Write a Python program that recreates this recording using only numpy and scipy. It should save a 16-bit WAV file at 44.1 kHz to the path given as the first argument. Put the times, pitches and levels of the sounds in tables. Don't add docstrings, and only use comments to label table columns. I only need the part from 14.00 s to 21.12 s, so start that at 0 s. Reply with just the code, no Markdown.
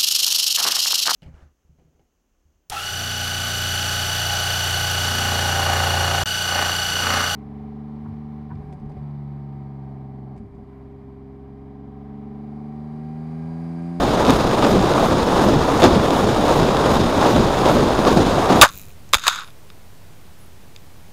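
import sys
import numpy as np
from scipy import signal
from scipy.fft import rfft, irfft
from scipy.io import wavfile
from scipy.ndimage import uniform_filter1d

SR = 44100
rng = np.random.default_rng(int(sys.argv[2]) if len(sys.argv) > 2 else 0)


def linear_from_db(decibels):
    return 10 ** (np.asarray(decibels, float) / 20)


def int16_out(signal):
    q = np.round(np.clip(np.atleast_2d(signal).T, -1, 1) * 32767)
    wavfile.write(sys.argv[1], SR, q.astype(np.int16))


N = 313992
T = np.arange(N) / SR
HZ = np.maximum(np.fft.rfftfreq(N, 1 / SR), 1)
AIR_STOP_S = 4.636

# (frequency [Hz], width [Hz], level [dB])
HOUSING = [
    [(550, 320, -10), (1184, 380, 3), (1590, 590, -11)],
    [(2500, 700, -7), (3650, 380, 0), (5000, 650, -8)],
    [(6450, 900, -1), (8900, 2200, -8.5), (9550, 760, -5), (12300, 1600, -12), (14600, 1000, -13)],
]
# (edge passes [s], edge level [dB], wake lag [s], wake lift [dB])
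TURNS = [(-.02, -48.5, .08, 2), (.355, -45.5, .09, 1.5), (.70, -43.5, .06, 5), (1.075, -45.5, .06, 3),
         (1.445, -45, .09, 5.5), (1.83, -40, .12, 5.5), (2.19, -45, .07, 2.5), (2.57, -44, .05, 3.5),
         (2.94, -44, .08, 3.5), (3.32, -44, .06, 7.5), (3.735, -42.5, .07, 6), (4.15, -45, .04, 7),
         (4.58, -45.5, .04, 3)]


def rms_one(x):
    return x / np.sqrt(np.mean(x ** 2) + 1e-20)


def in_time(rows):
    s, *columns = np.transpose(rows)
    return [np.interp(T, s, c, left=-200, right=-200) for c in columns]


def at_hz(points, hz):
    point_hz, level_db = np.transpose(points)
    return np.interp(np.log(hz), np.log(point_hz), level_db)


def drift(rate):
    r = np.exp(-16 * np.pi * rate / SR)
    slow = signal.lfilter([1], [1, -2 * r, r * r], rng.standard_normal(N // 8 + 4002))[4000:]
    return np.interp(np.arange(N) / 8, np.arange(len(slow)), rms_one(slow))


def bumps(times, heights, half_s, rise_share=1):
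    t, total = T[::32], 0
    for s, h, w in zip(times, heights, np.broadcast_to(half_s, len(times))):
        spread = np.where(t < s, rise_share * w, w)
        total = total + h * np.exp(-.5 * ((t - s) / spread) ** 2)
    return np.interp(T, t, total)


def coloured(spectrum, ridges=()):
    lift_db = sum(db / (1 + (2 * (HZ - hz) / width) ** 2) for hz, width, db in ridges)
    return rfft(rng.standard_normal(N)) * linear_from_db(at_hz(spectrum, HZ) + lift_db)


def bands(noise):
    place = np.clip(2 * np.log2(HZ / 25), 0, 18)
    for k in range(19):
        share = np.cos(np.pi / 2 * np.clip(place - k, -1, 1)) ** 2
        yield 25 * 2 ** (k / 2), irfft(noise * share, N)


def resonate(x, peaks):
    out = 0
    for k, (hz, width, level_db) in enumerate(peaks):
        r = np.exp(-np.pi * width / SR)
        a = [1, -2 * r * np.cos(2 * np.pi * hz / SR), r * r]
        out = out + (-1) ** k * linear_from_db(level_db) * signal.lfilter([1 - r * r, 0, r * r - 1], a, x + 1e-18)
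    return out


def housing(drives, contact):
    body, shell, thin = [resonate(drive * contact, modes) for drive, modes in zip(drives, HOUSING)]
    middle = signal.butter(2, [450, 3000], "band", fs=SR, output="sos")
    return signal.sosfilt(middle, body) + shell + thin


def sharpen(x, widen, level_db):
    modes = [(hz, widen * width, level_db) for group in HOUSING for hz, width, _ in group]
    return resonate(x, modes[1:])


def by_group(rows, thin_db, fading=0):
    thin_follows = 0.34
    return [(s, db + hard / 2, db - hard / 2, db + thin_db + thin_follows * hard + fading * max(s - 5.3, 0))
            for s, db, hard in rows]


def grains(per_s, spread_db):
    sizes = linear_from_db(spread_db * np.minimum(rng.exponential(1, N), 5)) * rng.choice([-1, 1], N)
    return rms_one(sizes * (rng.random(N) < per_s / SR))


def snaps(table, shell_db, body_db, thin_db):
    drives, rows = np.zeros((3, N)), np.array(table)
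    at = np.round(rows[:, 0] * SR).astype(int)
    drives[:, at] = -linear_from_db(rows[:, [2, 1, 3]].T + np.array([[body_db], [shell_db], [thin_db]]))
    return housing(drives, 0.64)


def turn_cos(lag):
    return np.cos(2 * np.pi * (np.interp(T, np.array(TURNS)[:, 0], range(len(TURNS))) - lag))


def edge_level():
    quiet_db, swell_db, pass_s = -55.5, 3.0, .024
    s, level_db = np.transpose(TURNS)[:2]
    return quiet_db + swell_db * turn_cos(-0.055) + bumps(s, level_db - quiet_db - swell_db, pass_s)


def swings():
    # (time [s], lift [dB], half length [s])
    gusts = [(0.296, 8, .022), (0.645, 7, 0.024), (1.01, 2, .05), (1.406, 3.5, .04), (1.844, 14.5, 0.021),
             (2.15, 2, .03), (2.485, 3, .04), (2.854, 4, .04), (3.253, 4, 0.054), (3.677, 4.5, .04),
             (4.082, 7, .03), (4.519, 6.5, 0.029)]
    # (share of gust [1], share of wake [1], swing with the turn [dB], its lag [turns])
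    answers = [
        (.1, 0.88, 0.7, .1),
        (0.88, 0.86, 0.5, 0.14),
        (0.7, .05, 1.52, -0.24),
        (0.86, .25, -0.6, -0.22),
        (.3, .05, 1, -0.24),
    ]
    wake_s, gust_rise_share = 0.05, 0.67
    speeding_db_per_s = 0.28
    s, _, lag, wake_db = np.transpose(TURNS)
    gust = bumps(*np.transpose(gusts), gust_rise_share)
    wake = bumps(s + lag, wake_db, wake_s)
    lifts = [a * gust + b * wake + swing_db * turn_cos(late) + speeding_db_per_s * T * k / 4
             for k, (a, b, swing_db, late) in enumerate(answers)]
    return [c - c[T < AIR_STOP_S].mean() for c in lifts]


def airflow(eddy_db=1.5, own_db=0.5, suction=.15):
    layer_hz = [110, 290, 950, 4000, 12000]
    # (frequency [Hz], level [dB per Hz])
    colour = [(15, -33), (25, -2.5), (59, -2), (284, 1.5), (623, -2), (1130, -7), (2100, -23), (3710, -24),
              (6710, -31.5), (7690, -36), (13900, -46.5), (15900, -52)]
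    # (frequency [Hz], width [Hz], lift [dB])
    ridges = [(2480, 430, 1), (3660, 650, 5), (5060, 500, 3.5), (6770, 660, 4.5), (8800, 700, 4.5),
              (10600, 1100, 4), (14480, 1300, 7)]
    air_db, fade_s = -15, .006
    swing = swings()
    swing[4] = swing[4] + .2 * (np.clip(edge_level(), -60, -46) + 52.5)
    eddies = eddy_db * (0.71 * drift(62) + 0.55 * drift(54))
    flicker = [drift(30) for k in range(4)]
    out = 0
    for k, (hz, band) in enumerate(bands(coloured(colour, ridges))):
        place = np.interp(np.log(hz), np.log(layer_hz), range(5))
        low = min(int(place), 3)
        gust_db = swing[low] + (place - low) * (swing[low + 1] - swing[low])
        share = np.clip(hz / 300, 0, 1)
        out = out + band * linear_from_db(gust_db + share * eddies + own_db * flicker[k % 4])
    air = out / np.sqrt(np.mean(out[T < 4.6] ** 2)) * linear_from_db(air_db)
    air = air - suction * (air ** 2 - linear_from_db(2 * air_db))
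    return air / (1 + np.exp(np.clip((T - AIR_STOP_S) / fade_s, -50, 50)))


def bursting():
    buffet_db = np.where(T < AIR_STOP_S, swings()[2], -200)
    born = rng.random(N) < 300 * linear_from_db(buffet_db) / SR
    spikes = -linear_from_db(2.5 * np.minimum(rng.exponential(1, N), 3)) * born
    soft = signal.sosfilt(signal.butter(2, [150, 750], "band", fs=SR, output="sos"), spikes + 1e-18)
    return linear_from_db(-28.5 + .5 * buffet_db) * rms_one(soft)


def edge():
    centre_hz, sweep_hz, width_hz, rise_hz_per_s = 12400, 650, 550, 170
    level_db = np.where(T < AIR_STOP_S, edge_level(), -200)
    slope = uniform_filter1d(np.gradient(np.maximum(level_db, -60)), size=1200) * SR
    turning = np.tanh(slope / 60)
    phase = 2 * np.pi * np.cumsum(centre_hz + rise_hz_per_s * (T - 2) + sweep_hz * turning) / SR
    breath = signal.sosfilt(signal.butter(2, width_hz, fs=SR, output="sos"), rng.standard_normal((2, N)))
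    whistle = rms_one(breath[0] * np.cos(phase) + breath[1] * np.sin(phase))
    excess = np.maximum(linear_from_db(2 * np.minimum(level_db, -44)) - linear_from_db(2 * -51.0), 0)
    return whistle * np.sqrt(excess) * linear_from_db(-2.5)


def field():
    # (frequency [Hz], level [dB per Hz])
    colour = [(15, -43.5), (25, -8.5), (48, -13), (87, -3.5), (108, -8.5), (175, -10.5), (217, -16.5),
              (277, -17.5), (838, -23), (1360, -27), (13900, -38.5), (15900, -43.5)]
    field_db, hum_db = -47, -57
    after_db, hold_db, after_s = 8, 1.5, 0.1
    landed_s, hush_db, recover_s = 5.16, -4, .4
    hum = rms_one(resonate(rng.standard_normal(N), [(86, 12, 0)]))
    noise = coloured(colour, [(14700, 1500, 5)])
    whole = irfft(noise, N)
    deep = irfft(noise / (1 + (HZ / 260) ** 4), N)
    before_db = hold_db + after_db * np.exp(-abs(T - AIR_STOP_S) / after_s)
    later_db = hush_db * np.exp(-abs(T - landed_s) / recover_s)
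    swell = linear_from_db(np.where(T < landed_s, before_db, later_db))
    return linear_from_db(field_db) * (whole + deep * (swell - 1)) / whole.std() + linear_from_db(hum_db) * hum * swell


def flexing():
    # (time [s], level [dB], hardness as shell over body [dB])
    gust_snaps = [(.2499, -11, 2), (.2554, -12, -2), (.2669, -14, 10), (.2864, -22, 6), (.2979, -3, -8),
                  (.3059, -10, 9), (.618, -16, -9), (.6244, -6, -11), (.6414, -9, 0), (.6474, -6, -6),
                  (.9048, -18, -10), (.9373, -9, -2), (1.8104, -18, -1), (1.8213, -3, -2), (1.8324, -6, 9),
                  (1.8402, -7, 15), (1.8474, -18, -10), (1.8564, -15, 2), (1.8634, -10, 4),
                  (2.1066, -13.5, 9), (2.1434, -16, 2), (2.4813, -14, 3), (2.7691, -8.5, -2),
                  (2.9048, -11, 0), (3.2151, -10, -4), (3.6581, -11.5, 9), (4.0512, -7, -1)]
    # (time [s], level [dB])
    cracks = [(.3059, 3.5), (.2979, -10), (1.8402, -4), (1.8474, 1), (2.1066, -12), (2.4813, -12),
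              (5.1308, -4), (5.1342, 4), (5.1954, -9), (5.407, -26)]
    dull = snaps(by_group(gust_snaps, -13), shell_db=18.0, body_db=14.0, thin_db=18.0)
    s, level_db = np.transpose(cracks)
    clicks = np.zeros(N)
    clicks[np.round(s * SR).astype(int)] = linear_from_db(level_db)
    soft = signal.butter(2, 6500, fs=SR, output="sos")
    return signal.sosfilt(soft, dull) + resonate(clicks, HOUSING[2][:4])


def whumps():
    # (time [s], level [dB], pitch [Hz], half length [s])
    locked = [(.298, -10.5, 260, 0.016), (.645, -12, 308, .008), (.72, -18, 210, 0.013),
              (.79, -14, 190, 0.016), (1.47, -17, 200, 0.012), (1.56, -17, 150, .02),
              (1.865, -13, 250, .012), (1.97, -12, 193, 0.013), (2.62, -16.5, 170, 0.018),
              (3.39, -16.5, 167, .015), (3.77, -17, 242, .015), (3.84, -15, 185, 0.01),
              (4.17, -10, 228, 0.0078)]
    s, level_db, hz, half = np.transpose(locked)
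    nearest = np.searchsorted((s[1:] + s[:-1]) / 2, T)
    phase = 2 * np.pi * hz[nearest] * (T - s[nearest]) + .8 * drift(25)
    return bumps(s, linear_from_db(level_db), half) * np.sin(phase)


def blows(table, shell_db, body_db, thin_db, rise_s):
    drives, since = np.zeros((3, N)), np.arange(3000) / SR
    for s, shell, body, thin, t60 in table:
        at = round(s * SR)
        shape = linear_from_db(-60 * since / max(t60, .001)) * (1 - np.exp(-since / rise_s))
        levels_db = np.array([[body + body_db], [shell + shell_db], [thin + thin_db]])
        drives[:, at:at + len(since)] += linear_from_db(levels_db) * shape
    return housing(drives, grains(16000, 2.5))


def collisions():
    # (time [s], shell [dB], body [dB], thin parts [dB], 60 dB decay [s])
    impact = [
        (4.6132, 18, -5.5, -6.5, 0.034),
        (4.6175, 9, 5.5, -3, 0.0086),
        (4.6205, 6, 12.5, 7.5, 0.017),
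        (4.626, 3.5, 8, -9, 0.019),
    ]
    # (time [s], level [dB], hardness as shell over body [dB])
    later = [(4.6318, 0, -12), (4.6374, -6.5, 7), (4.6418, -9, -1), (4.6473, -10.5, 4.5),
             (4.6504, -15, -4.5), (4.6564, -16, -6), (4.6651, -26.5, -2.5), (4.6782, -24.5, 3.5),
             (4.6892, -27.5, 12), (5.1305, -18, 11), (5.1341, -1.5, 7), (5.1417, -13.5, 22.5),
             (5.1433, -5, 17), (5.1484, -8, 6.5), (5.1524, -16.5, 9), (5.1692, -22.5, 9), (5.1844, -28, 14),
             (5.2676, -11, 4), (5.2769, -14.5, -4), (5.2798, -4.5, 16.5), (5.2824, -14, -5.5),
             (5.3582, -27.5, 23), (5.3962, -30, 1), (5.4834, -43, 1)]
    t60_s, hard_shorter_db = .015, 0.29
    rows = [row + (t60_s * linear_from_db(hard_shorter_db * (row[2] - row[1])),) for row in by_group(later, -11.5)]
    return blows(impact + rows, shell_db=5.0, body_db=13.5, thin_db=10.5, rise_s=0.00023)


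def thumps():
    # (time [s], height [full scale], length [s])
    pushes = [
        (4.7, -0.019, .12),
        (5.14, -0.046, 0.01),
        (5.1445, 0.11, 0.0018),
        (5.157, -0.091, 0.011),
    ]
    push_s, push_height, length_s, rebound_s, loss_db = 4.617, -1.3, .0021, 0.0044, 2.5
    rebounds = [(push_s + rebound_s * k, push_height * (-1) ** k * linear_from_db(-loss_db * k), length_s)
                for k in range(6)]
    return sum(height * np.sin(np.pi * np.clip((T - s) / length, 0, 1))
               for s, height, length in rebounds + pushes)


def grass():
    # (time [s], pressure as level [dB], hardness [dB])
    slides = [
        [(4.655, -28.5, -15.5), (4.70, -39.5, -0.5), (4.705, -51, -4), (4.76, -53, 4)],
        [(5.153, -27, 5), (5.175, -40.5, 3), (5.204, -37, 0)],
        [(5.204, -42, -3), (5.22, -38.5, 4.5), (5.262, -25, -5), (5.29, -24.5, 3), (5.31, -26.5, -3.5),
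         (5.42, -39, -3), (5.445, -44, -5), (5.45, -51, -4), (5.5, -60, 0)],
    ]
    # (frequency [Hz], width [Hz], level [dB])
    rings = [(1460, 285, -7.5), (3700, 350, -6.5), (6740, 800, -9.5)]
    thin_db, dulls_db_per_s = -5, -40
    stalks = grains(5000, 3.0) * linear_from_db(1.5 * drift(80))
    stalks = signal.lfilter([1], [1, -.45], stalks)
    drives = 0
    for rows in slides:
        shell, body, thin = linear_from_db(in_time(by_group(rows, thin_db, dulls_db_per_s)))
        drives = drives + np.array([body, shell, thin])
    rubbed = housing(linear_from_db(3.5) * drives, stalks)
    favoured = sum(resonate(rubbed, [peak]) for peak in rings)
    light = signal.butter(4, 1000, "high", fs=SR, output="sos")
    return signal.sosfilt(light, linear_from_db(-3.0) * (rubbed + favoured))


def wire():
    # (time [s], level [dB])
    quiver = [
        (4.7, -47),
        (4.78, -44),
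        (4.918, -55.5),
        (4.95, -71),
    ]
    # (frequency [Hz], width [Hz], level [dB])
    rings = [(2500, 360, -5), (3950, 330, -5.5), (6840, 1600, -6), (10200, 970, -8), (14250, 770, -1.5)]
    first_s, period_s = 4.7064, .0099
    level_db, = in_time(quiver)
    beats = first_s + period_s * np.arange(25)
    chance = rng.standard_normal((25, 2))
    between = beats + .0055 + .0015 * chance[:, 1]
    at = np.round(np.r_[beats + .0002 * chance[:, 0], between] * SR).astype(int)
    strength_db = np.r_[np.zeros(25), -7.0 - 120 * np.maximum(beats - 4.8, 0)]
    out = 0
    for ring in rings:
        struck = np.zeros(N)
        struck[at] = linear_from_db(strength_db + level_db[at] + 26.0 + 3.0 * rng.standard_normal(50))
        out = out + resonate(resonate(struck, [ring]), [(ring[0], 3 * ring[1], 0)])
    return out


def ticks():
    # (time [s], shell [dB], body [dB], thin parts [dB])
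    stalks = [(5.0913, -44, -42, -40), (5.1954, -28, -28, -40), (5.239, -31, -21, -27),
              (5.407, -20, -32, -44), (5.445, -29, -46, -55), (5.4764, -34, -42, -56),
              (5.5044, -36, -57, -61), (5.7016, -29.5, -28, -55), (6.7622, -25, -52.5, -38)]
    hard = snaps(stalks, shell_db=20.0, body_db=16.5, thin_db=24.0)
    return signal.sosfilt(signal.butter(2, 8500, fs=SR, output="sos"), sharpen(hard, 1, -2.4))


def writes():
    starts = [5.44, 6.4]
    # (multiple of the clock [1], level [dB rms])
    orders = [(14, -68), (15, -64), (16, -65), (17, -74), (18, -72)]
    clock_hz = 699.7
    comb = sum(np.sqrt(2) * linear_from_db(level_db) * np.sin(2 * np.pi * round(k) * clock_hz * T + k * k)
               for k, level_db in orders)
    blip = linear_from_db(-52.0) * (np.sin(2 * np.pi * 11400 * T) + 0.75 * np.sin(2 * np.pi * 10700 * T))
    out = 0
    for s in starts:
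        out = out + comb * ((T > s) & (T < s + .05))
        out = out + blip * sum(np.exp(-((T - s - lag) / 0.0021) ** 2) for lag in (-.01, .062))
    return out


def scene():
    fall = airflow() + bursting() + edge() + flexing() + whumps()
    landing = collisions() + thumps() + grass() + wire()
    rest = field() + ticks() + writes()
    return (fall + landing + rest)[None]


def top_cut(x):
    return signal.sosfilt(signal.butter(12, 16090, fs=SR, output="sos"), x)


def record(dry):
    offset, cutoff_hz = .0108, 15900
    clipped = np.clip(dry + offset, -.98, .98)
    cut = signal.sosfilt(signal.cheby2(32, 70, cutoff_hz, fs=SR, output="sos"), clipped)
    return top_cut(cut)


dry = scene()
out = record(dry)
int16_out(out)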